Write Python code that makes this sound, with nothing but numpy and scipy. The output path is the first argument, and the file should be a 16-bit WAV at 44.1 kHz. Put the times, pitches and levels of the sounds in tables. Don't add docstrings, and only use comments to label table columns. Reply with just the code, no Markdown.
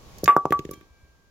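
import sys
import numpy as np
from scipy import signal
from scipy.fft import rfft, irfft
from scipy.io import wavfile

SR = 44100
rng = np.random.default_rng(int(sys.argv[2]) if len(sys.argv) > 2 else 0)


def bounce(signal):
    frames = np.transpose(np.atleast_2d(signal))
    limited = np.clip(frames, -1, 1)
    pcm = np.round(limited * 32767).astype(np.int16)
    wavfile.write(sys.argv[1], SR, pcm)


N = 57330
T = np.arange(N) / SR

# frequency in Hz, relative level in dB.
HUSH_TONE = [(30, -4.5), (58, 1.5), (90, -3.5), (140, -2.5), (235, -11), (450, -10.5), (850, -17.5),
             (1150, -16.5), (1450, -24.5), (6900, -27), (8100, -37.5), (12600, -35), (16000, -39.5)]
# time in seconds, level in dB.
HUSH_LOUDNESS = [(0, -49.5), (.2, -46), (.3, -56.5), (.72, -53.5), (.9, -59.5), (1.1, -60), (1.3, -62)]
# frequency in Hz, width (0 is centred, 1 is fully wide).
HUSH_WIDTH = [(35, 1), (300, 0.24), (2000, 1), (10000, 1)]
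# start in seconds, pitch in Hz, level in dB, fade time in seconds.
# A fade time is always the time a sound takes to drop by 60 dB.
CHIME_TONES = [(0, 1109, -60, 3), (0, 980, -72, 7), (.712, 1595, -65, 20), (.712, 1598, -76, 6),
               (.712, 2316, -63, 1.5), (.712, 2319, -67, 1.9), (0.734, 3196, -54, 0.27),
               (0.732, 4150, -61, 0.22)]
# start in seconds, level in dB.
HAND_BUMPS = [(0.13, -60), (0.292, -46), (.55, -42), (0.665, -43.5), (0.773, -50.5), (0.905, -47),
              (1.031, -45), (1.089, -52)]
# start in seconds, thud strength in dB, the thud's low and
# high edges in Hz, then levels in dB for the note, the low, middle and top grit, and the yard's share.
HITS = [ (0.183, -27.5, 249.5, 767, -80, -47, -39, -36.5, -6.5),
        (0.2332, 16.5, 120, 602, -40.5, -40, -48, -44, -3.5),
        (0.2404, 18, 79, 191, -55.5, -35, -21.5, -15, -5),
        (0.2573, 12.5, 106, 193.5, -37, -21, -24.5, -35.5, -3.5),
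        (0.2779, 15.5, 290, 2545, -3.5, -20.5, -32.5, -24, 8.5),
        (0.2915, 11, 330, 2010, -55.5, -47, -52.5, -41.5, -7),
        (0.3645, 22.5, 165, 1450, -13, -52, -33.5, -28, -7.5),
        (0.4535, 18, 130, 1140, -29.5, -33, -39.5, -42, -8),
        (0.5055, 16.5, 91, 498, -50, -30.5, -41, -36.5, 3),
        (0.5229, 15, 138, 1990, -11, -21.5, -33, -24.5, -4.5),
        (0.5907, 12.5, 76.3, 435, -71, -26.5, -35, -37.5, -8),
        (0.6497, 8.5, 89.4, 452, -65, -34.5, -42, -47, -16),
        (0.6900, 6.5, 121.2, 528, -74, -40, -54, -59, -6),
        (0.7101, 4, 85, 524, -39.5, -45.5, -37.5, -24, -3), (0.7331, -1, 94, 433, -68, -42, -44, -47, -1),
        (0.7373, -10.5, 150, 500, -71, -38.5, -41, -40.5, -2),
        (0.757, -9.5, 125.4, 390, -77, -55, -59, -72, -19.5),
        (0.772, -6.5, 70, 346, -74, -71, -67, -82, -19), (0.8095, -8.5, 120, 406, -56, -44.5, -64, -55, 1),
        (0.815, -30, 900, 2120, -68, -59, -74, -70, -8),
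        (0.826, -12.5, 103.6, 378, -77, -59.5, -74, -72.5, -21)]
# frequency in Hz, gain in dB, narrowness (Q).
THUD_TONE = [(143, 4, 3.8), (237, -3.5, 4.7), (367, 4.5, 1.7), (655, -3.5, 12), (905, 4, 2.2),
             (1456, 1.5, 11), (1940, 0, 2.5)]
# frequency in Hz, narrowness (Q).
THUD_DELAYS = [(144, 0.57), (1250, 3.6)]
# low edge in Hz, high edge in Hz, fade time in seconds.
GRIT_RANGES = [(1450, 2900, 0.016), (4800, 6900, .021), (10000, 14800, 0.016)]
# frequency in Hz, gain in dB, narrowness (Q).
COAT_TONE = [(3670, 5.5, 7.9), (5450, 1.5, 12), (7040, 6, 7), (8700, -6, 4)]
# time in seconds, gain in dB.
NOTE_SWELL = [(.279, -7), (.286, -1), (.298, 4), (.305, 4.7), (.311, -1.5), (.322, 3), (.345, 3), (.366, 1)]
# pitch in Hz, gain in dB, fade time in seconds.
FAINT_NOTES = [(395.7, -64, 0.2226), (614, -56, 0.038), (783, -60, 0.13), (1438, -51.5, 0.025),
               (1857, -57.5, 0.063), (2235, -51.5, .06)]
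# delay in seconds, gain in dB.
WALL_ECHOES = [(0.0126, -13.5), (0.0227, -25)]
# frequency in Hz, gain in dB, fade time in seconds.
YARD_TAIL = [(100, -15.5, .28), (406, -14.5, 0.44), (850, -8, 0.28), (1350, -13.5, 0.13), (2200, -7, 0.16),
             (4222, -13, 0.13), (6950, -9, 0.16), (15000, -13, 0.2)]


def amp(db):
    return 10 ** (np.asarray(db) / 20)


def at_hz(table, hz, column=1):
    table = np.array(table)
    return np.interp(np.log(hz), np.log(table[:, 0]), table[:, column])


def butter(x, hz, kind, order=2):
    sections = signal.butter(order, np.clip(hz, 10, SR * .45), kind, fs=SR, output="sos")
    return signal.sosfilt(sections, x + 1e-18)


def colour(x, table):
    for hz, db, q in table:
        gain, angle = amp(db / 2), 2 * np.pi * hz / SR
        width, tuning = np.sin(angle) / (2 * q), -2 * np.cos(angle)
        boost, cut = width * gain, width / gain
        x = signal.lfilter([1 + boost, tuning, 1 - boost], [1 + cut, tuning, 1 - cut], x)
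    return x


def delay(x, seconds):
    return np.interp(T - seconds, T, x, left=0)


def from_right(x):
    return np.array([delay(x, seconds=.00006), x])


def strike(start, rise_s, fade_s):
    age = np.maximum(T - start, 0)
    return (1 - np.exp(-age / rise_s)) * amp(-60 * age / fade_s)


def stereo_noise(width):
    mid, side = rng.standard_normal((2, N))
    return np.array([mid + width * side, mid - width * side]) / np.sqrt(1 + width ** 2)


def hush():
    hz = np.maximum(np.fft.rfftfreq(N, 1 / SR), 1)
    spectra = rfft(rng.standard_normal((2, N))) * amp(at_hz(HUSH_TONE, hz))
    spectra[1] *= at_hz(HUSH_WIDTH, hz)
    mid, side = irfft(spectra, N)
    air = np.array([mid + side, mid - side])
    return air / air.std() * amp(np.interp(T, *np.transpose(HUSH_LOUDNESS)))


def chime():
    out = 0
    for start, hz, db, fade_s in CHIME_TONES:
        cycles = hz * (T - start) + rng.random((2, 1)) / 4
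        out += amp(db) * strike(start, rise_s=0.008, fade_s=fade_s) * np.sin(2 * np.pi * cycles)
    return out


def hand_bumps(hz=66, rise_s=0.00867):
    out = 0
    for start, db in HAND_BUMPS:
        age = np.maximum(T - start, 0)
        shape = age / rise_s * np.exp(1 - age / rise_s)
        out += amp(db) * shape * np.sin(2 * np.pi * hz * age)
    return out


def thud(start, db, low_hz, high_hz):
    pulse = np.zeros(N)
    pulse[int(start * SR)] = -amp(db)
    pulse = butter(pulse, high_hz, "low", order=8)
    pulse = butter(pulse, low_hz, "high")
    pulse = colour(pulse, THUD_TONE)
    for hz, q in THUD_DELAYS:
        angle = 2 * np.pi * hz / SR
        width = np.sin(angle) / (2 * q)
        feedback = [1 + width, -2 * np.cos(angle), 1 - width]
        pulse = signal.lfilter(feedback[::-1], feedback, pulse)
    return from_right(pulse)


def grit(start, levels_db, rough_db=3.5):
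    sizes = amp(rough_db * rng.standard_normal(N // 16 + 1)).repeat(16)[:N]
    grains = stereo_noise(width=0.96) * sizes
    out = 0
    for (low, high, fade_s), db in zip(GRIT_RANGES, levels_db):
        shape = strike(start, rise_s=0.0013, fade_s=fade_s)
        burst = butter(grains * shape, [low, high], "band")
        burst /= np.linalg.norm(burst, axis=1, keepdims=True)
        out += amp(db) * burst * np.linalg.norm(shape)
    return colour(out, COAT_TONE) * amp([[-1.5], [1.5]])


def bending_note(hz=1152):
    energy = 0
    for start, _, _, _, note_db, *_ in HITS:
        energy += (amp(note_db) * strike(start, rise_s=0.00085, fade_s=0.18)) ** 2
    swell = amp(np.interp(T, *np.transpose(NOTE_SWELL)))
    return from_right(np.sqrt(energy) * swell * np.sin(2 * np.pi * hz * T))


def overtone(hz=3625):
    energy = 0
    for start, _, _, _, note_db, *_ in HITS:
        db = -22 + 1.9 * note_db
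        energy += (amp(db) * strike(start, rise_s=0.00085, fade_s=0.063)) ** 2
    return from_right(np.sqrt(energy) * np.sin(2 * np.pi * hz * T))


def faint_notes(knocks):
    out = 0
    for hz, db, fade_s in FAINT_NOTES:
        decay, angle = amp(-60 / (fade_s * SR)), 2 * np.pi * hz / SR
        feedback = [1, -2 * decay * np.cos(angle), decay ** 2]
        out += amp(db) * signal.lfilter([0, np.sin(angle)], feedback, knocks)
    return out


def wall(knocks, top_hz=1000):
    echoes = [sum(amp(db) * delay(side, seconds) for seconds, db in WALL_ECHOES) for side in knocks]
    return butter(np.array(echoes), top_hz, "low")


def yard(sound):
    edges_hz = np.geomspace(60, 17000, 15)
    tail = 0
    for low, high in zip(edges_hz, edges_hz[1:]):
        hz = np.sqrt(low * high)
        shape = strike(0, rise_s=0.001, fade_s=at_hz(YARD_TAIL, hz, column=2))
        band = butter(stereo_noise(width=.58), [low, high], "band", order=4)
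        tail += band * shape / np.linalg.norm(shape) * amp(at_hz(YARD_TAIL, hz))
    return signal.fftconvolve(sound, tail, axes=1)[:, :N]


def scene():
    note, high_note = bending_note(), overtone()
    knocks = 0
    into_yard = amp(-10) * note + high_note
    for start, thud_db, low_hz, high_hz, _, *grit_db, yard_db in HITS:
        knock = thud(start, thud_db, low_hz, high_hz) + grit(start, grit_db)
        knocks += knock
        into_yard += amp(yard_db) * knock
    pin = knocks + note + high_note + faint_notes(knocks)
    return pin + wall(knocks) + yard(into_yard) + chime() + hand_bumps() + hush()


def record(dry):
    treble_cut = signal.ellip(8, .1, 60, 16300, fs=SR, output="sos")
    return signal.sosfiltfilt(treble_cut, np.clip(dry, -1, 1))


dry = scene()
out = record(dry)
bounce(out)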